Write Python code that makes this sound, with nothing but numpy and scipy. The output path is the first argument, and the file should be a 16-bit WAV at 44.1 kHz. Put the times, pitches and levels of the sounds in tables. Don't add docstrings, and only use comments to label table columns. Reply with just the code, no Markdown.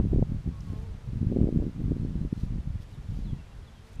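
import sys
import numpy as np
from scipy import signal
from scipy.fft import rfft, irfft
from scipy.io import wavfile

SR = 44100
rng = np.random.default_rng(int(sys.argv[2]) if len(sys.argv) > 2 else 0)


def log_audio(samples):
    frames = np.atleast_2d(samples).T
    limited = np.clip(frames, -1, 1)
    pcm = np.round(limited * 32767).astype(np.int16)
    wavfile.write(sys.argv[1], SR, pcm)


N = 176400
TIME = np.arange(N) / SR


def from_db(db):
    return 10 ** (np.asarray(db) / 20)


def rms_one(x):
    return x / np.sqrt(np.mean(x ** 2) + 1e-20)


def filtered(x, hz, kind, order=2):
    safe_hz = np.clip(hz, 10, .45 * SR)
    return signal.sosfilt(signal.butter(order, safe_hz, kind, fs=SR, output="sos"), x)


def drift(rate_hz):
    noise = rng.standard_normal(N + SR)
    return rms_one(filtered(noise, rate_hz, "low")[SR:])


def coloured(spectrum):
    table_hz, table_db = np.transpose(spectrum)
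    bin_hz = np.arange(N // 2 + 1) * SR / N
    bin_db = np.interp(np.log(bin_hz + 1), np.log(table_hz), table_db)
    return rms_one(irfft(rfft(rng.standard_normal(N)) * from_db(bin_db), N))


def arch(start, length):
    return np.sin(np.pi * np.clip((TIME - start) / length, 0, 1))


EDDY_LENGTH, EDDY_TWIST = 1.2, 0.66
MOST_EDDIES = 900


def eddies(rows):
    out = np.zeros(N)
    twists = EDDY_TWIST * rng.standard_normal(size=MOST_EDDIES)
    for (s, db, hz), twist in zip(rows, twists):
        first, last = int((s - 2 / hz) * SR), int((s + 2 / hz) * SR)
        near = slice(max(first, 0), max(last, 0))
        angle = 2 * np.pi * hz * (TIME[near] - s)
        swing = np.sin(angle + twist) / np.sin(1)
        fade = np.cosh(1 / EDDY_LENGTH) / np.cosh(angle / EDDY_LENGTH)
        out[near] -= from_db(db) * swing * fade
    return out


# t/s, level/dB
WIND_LEVEL = [(0, -11), (.05, -39.5), (.11, -22.5), (.13, -20), (.225, -22), (.255, -35.5), (.32, -25.5),
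              (.39, -33), (.43, -46), (.475, -21.5), (.51, -35), (.57, -39), (.73, -28.5), (.82, -34.5),
              (.95, -33), (1.01, -47), (1.09, -30.5), (1.22, -28), (1.3, -29.5), (1.37, -24.5),
              (1.45, -19.5), (1.505, -35.5), (1.57, -22.5), (1.68, -30.5), (1.725, -41), (1.81, -28),
              (1.93, -27), (1.98, -34), (2.02, -27.5), (2.12, -31), (2.26, -28.5), (2.305, -46),
              (2.36, -39), (2.44, -27), (2.47, -36), (2.54, -26.5), (2.64, -36.5), (2.76, -33.5),
              (2.85, -47), (2.99, -36), (3.05, -41.5), (3.11, -32.5), (3.33, -30.5), (3.39, -40),
              (3.51, -55), (3.6, -36), (3.69, -60), (3.94, -50.5), (4, -29)]
# t/s, f/Hz
EDDY_PITCH = [(0, 121.7), (.09, 94.34), (.18, 135.9), (.3, 105), (.42, 94.56), (.48, 173.9), (.56, 79.07),
              (.72, 125.2), (.9, 80.34), (1.08, 90.13), (1.26, 125), (1.34, 203.1), (1.47, 205.5),
              (1.55, 165), (1.65, 214.5), (1.73, 115.4), (1.8, 149.9), (1.94, 164.9), (2.15, 130),
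              (2.26, 148.9), (2.4, 100.3), (2.56, 115.3), (2.8, 71.4), (3.05, 88.08), (3.3, 124.5),
              (3.6, 69.68), (4, 74.95)]
# t/s, level/dB, f/Hz
STRONG_EDDIES = [(.01,-23,186), (.043,-20,158), (.052,-24.5,220), (0.06,-19.5,112), (.071,-22,147),
                 (0.132,-18.5,216), (.135,-20.5,290), (0.146,-18,122), (.161,-18.5,229), (0.179,-16.5,74.6),
                 (0.186,-20,230), (.194,-18,205), (.208,-22,91), (.226,-18.5,362), (.227,-13,127),
                 (0.321,-20.5,148), (.464,-23.5,128), (.476,-24,178), (.735,-28.5,189.8), (0.763,-27.5,105),
                 (1.133,-26.5,145.3), (1.216,-19,125.3), (1.23,-18,155), (1.247,-24,163), (1.271,-17,105),
                 (1.301,-22.5,165.3), (1.318,-19.5,186), (1.324,-21.5,282), (1.363,-16.5,235.5),
                 (1.37,-16,255), (1.388,-17,199), (1.406,-24.5,296), (1.415,-13,160), (1.432,-18.5,220),
                 (1.443,-16,200), (1.455,-28.5,320), (1.472,-19,248.4), (1.481,-33,373), (1.49,-18.5,270),
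                 (1.527,-19.5,192), (1.561,-15,165), (1.573,-14.5,122), (1.59,-19,191), (1.6,-27,268),
                 (1.624,-23,260), (1.631,-30,299.3), (1.804,-26.5,193), (1.841,-22,121.7),
                 (1.861,-24,125.9), (1.912,-17.5,149), (1.919,-17,223.7), (1.967,-26,200.7),
                 (2.02,-25,134.2), (2.05,-23,204.3), (2.156,-23,151.6), (2.216,-20,114.7),
                 (2.251,-23.5,195), (2.329,-16.5,164.8), (2.378,-28,135), (2.436,-20,125),
                 (2.524,-25.5,135), (2.585,-26,138.9), (2.676,-23.5,109.7), (2.705,-25.5,79.6),
                 (2.758,-25,98.7), (2.802,-30,84), (2.988,-34,104.7), (3.103,-29,93.2), (3.19,-29,160.3),
                 (3.333,-23,122)]
EDDIES_PER_S, MEAN_EDDY_HZ = 85, 128.85
EDDY_TRIM_DB, EDDY_SCATTER_DB, EDDY_SIZE_SCATTER = -0.5, 3.5, 0.04
CLEAR_S = .006
MEAN_WIND_DB = -36.5
SWELL_HZ, SWELL_DB, SWELL_FOLLOWS = 56.4, -4, 0.9
PORT_LOW_HZ, PORT_HIGH_HZ = 33.2, 1020


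def wind():
    level = np.interp(TIME, *np.transpose(WIND_LEVEL))
    pitch = np.interp(TIME, *np.transpose(EDDY_PITCH))

    passed = np.cumsum(EDDIES_PER_S * pitch / MEAN_EDDY_HZ) / SR
    chance = rng.standard_normal(size=(MOST_EDDIES, 3))
    turns = np.arange(MOST_EDDIES) + .4 * chance[:, 0]
    keep = (turns > 0) & (turns < passed[-1])
    at = np.searchsorted(passed, turns[keep])
    chance = np.clip(chance[keep], -1.7, 1.7)
    db = level[at] + EDDY_TRIM_DB + EDDY_SCATTER_DB * chance[:, 1]
    hz = pitch[at] * np.exp(EDDY_SIZE_SCATTER * chance[:, 2])

    gaps = abs(at[:, None] / SR - np.array(STRONG_EDDIES)[:, 0])
    clear = gaps.min(axis=1) > CLEAR_S
    small = eddies(zip(at[clear] / SR, db[clear], hz[clear]))
    strong = eddies(STRONG_EDDIES)

    swell_db = MEAN_WIND_DB + SWELL_DB + SWELL_FOLLOWS * (level - MEAN_WIND_DB)
    swell = rms_one(filtered(drift(SWELL_HZ), PORT_LOW_HZ, "high")) * from_db(swell_db)
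    return filtered(small + strong + swell, PORT_HIGH_HZ, "low")


# f/Hz, relative level/dB (per Hz)
HUSH_TONE = [(30, -0.5), (110, 2.5), (250, -13), (500, -16.5), (1000, -19.5), (2000, -24), (3500, -28),
             (6000, -33.5), (11000, -41.5), (15000, -51.5)]
HUSH_DB = -50.5


def hush():
    return from_db(HUSH_DB) * coloured(HUSH_TONE)


# t/s, length/s, level/dB
RUSTLES = [(.5, 0.43, -67.5), (2.327, 0.16, -64), (2.8, 0.048, -63), (2.88, 0.093, -67.5),
           (3.038, 0.25, -67), (3.828, 0.092, -68), (3.91, 0.059, -65)]
# f/Hz, relative level/dB (per Hz)
LEAF_TONE = [(1000, -8), (2500, 4), (4500, 4.5), (9000, -5.5), (15000, -11)]
# t/s, level/dB, centre f/Hz
TICKS = [(0.606, -47, 5000), (1.826, -65, 11000), (3.931, -57, 8000), (3.957, -57, 7500)]
GRAIN_DB, GRAIN_HZ = 2.5, 300
TICK_DECAY_S = 0.002


def leaves():
    grains = rms_one(coloured(LEAF_TONE) * from_db(GRAIN_DB * drift(GRAIN_HZ)))
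    out = grains * sum(from_db(db) * arch(s, length) for s, length, db in RUSTLES)
    for s, db, hz in TICKS:
        decay = np.exp(-np.minimum(abs(TIME - s) / TICK_DECAY_S, 20))
        snap = rng.standard_normal(N) * (TIME >= s) * decay
        out += 2 * from_db(db) * filtered(snap, [hz / 1.22, hz * 1.22], "band")
    return out


# t/s, length/s, strongest harmonic's level/dB, its number
BEE_SWELLS = [(0.502, 0.12, -59.5, 5), (0.623, 0.17, -59, 5), (0.701, 0.23, -53, 2), (0.86, 0.47, -62.5, 2),
              (0.735, 0.081, -66, 4), (0.82, .085, -63, 4), (3.35, 0.79, -63, 1), (3.78, 0.19, -62.5, 2)]
# t/s, f/Hz
WINGBEAT = [(.55, 221.3), (.61, 213.4), (.68, 222.2), (.73, 211.7), (.81, 218.6), (.85, 230.5),
            (.91, 213.3), (1.02, 234.5), (1.15, 223.7)]
BEE_WAVER, BEE_WAVER_HZ = 0.00613, 30.8
BEE_FALL_DB = 12.5


def bees():
    hz = np.interp(TIME, *np.transpose(WINGBEAT)) * (1 + BEE_WAVER * drift(BEE_WAVER_HZ))
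    phase = 2 * np.pi * np.cumsum(hz) / SR
    out = np.zeros(N)
    for s, length, db, strongest in BEE_SWELLS:
        buzz = np.zeros(N)
        for k in range(1, 9):
            fall_db = BEE_FALL_DB * np.sqrt(abs(k - round(strongest)))
            buzz += from_db(-fall_db) * np.sin(k * phase)
        out += from_db(db) * arch(s, length) * buzz
    return out


# t/s, length/s, start f/Hz, end f/Hz, level/dB
NOTES = [(2.02, 0.06, 4173, 4500, -70), (2.157, .1, 3920, 4120, -72), (2.35, 0.12, 4228, 3800, -70),
         (2.92, 0.062, 4050, 3300, -69), (3.025, 0.035, 4286, 3640, -72), (3.065, 0.04, 4000, 2980, -67.5),
         (3.228, 0.05, 4600, 3650, -66.5), (3.258, 0.08, 3680, 3040, -62), (3.378, 0.04, 2830, 2640, -64.5),
         (3.5, 0.041, 2750, 2800, -68), (3.63, 0.045, 4400, 3600, -71), (3.66, 0.05, 3740, 3060, -63.5),
         (3.738, 0.072, 3380, 3080, -65), (3.964, 0.063, 2486, 2930, -65)]
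BIRD_WAVER, BIRD_WAVER_HZ = .012, 133.0
BIRD_ECHO_DB, BIRD_ECHO_S = -6, 0.035


def bird():
    song = np.zeros(N)
    waver = 1 + BIRD_WAVER * drift(BIRD_WAVER_HZ)
    for s, length, start_hz, end_hz, db in NOTES:
        hz = np.interp(TIME, [s, s + length], [start_hz, end_hz]) * waver
        song += from_db(db) * arch(s, length) * np.sin(2 * np.pi * np.cumsum(hz) / SR)
    echo = rng.standard_normal(N) * np.exp(-TIME / BIRD_ECHO_S)
    echo /= np.linalg.norm(echo)
    return song + from_db(BIRD_ECHO_DB) * signal.fftconvolve(song, echo)[:N]


def scene():
    return (wind() + hush() + leaves() + bees() + bird())[None]


CUTOFF_HZ = 15200


def record(dry):
    top_cut = signal.ellip(10, .1, 80, CUTOFF_HZ, fs=SR, output="sos")
    return signal.sosfilt(top_cut, dry)


dry = scene()
out = record(dry)
log_audio(out)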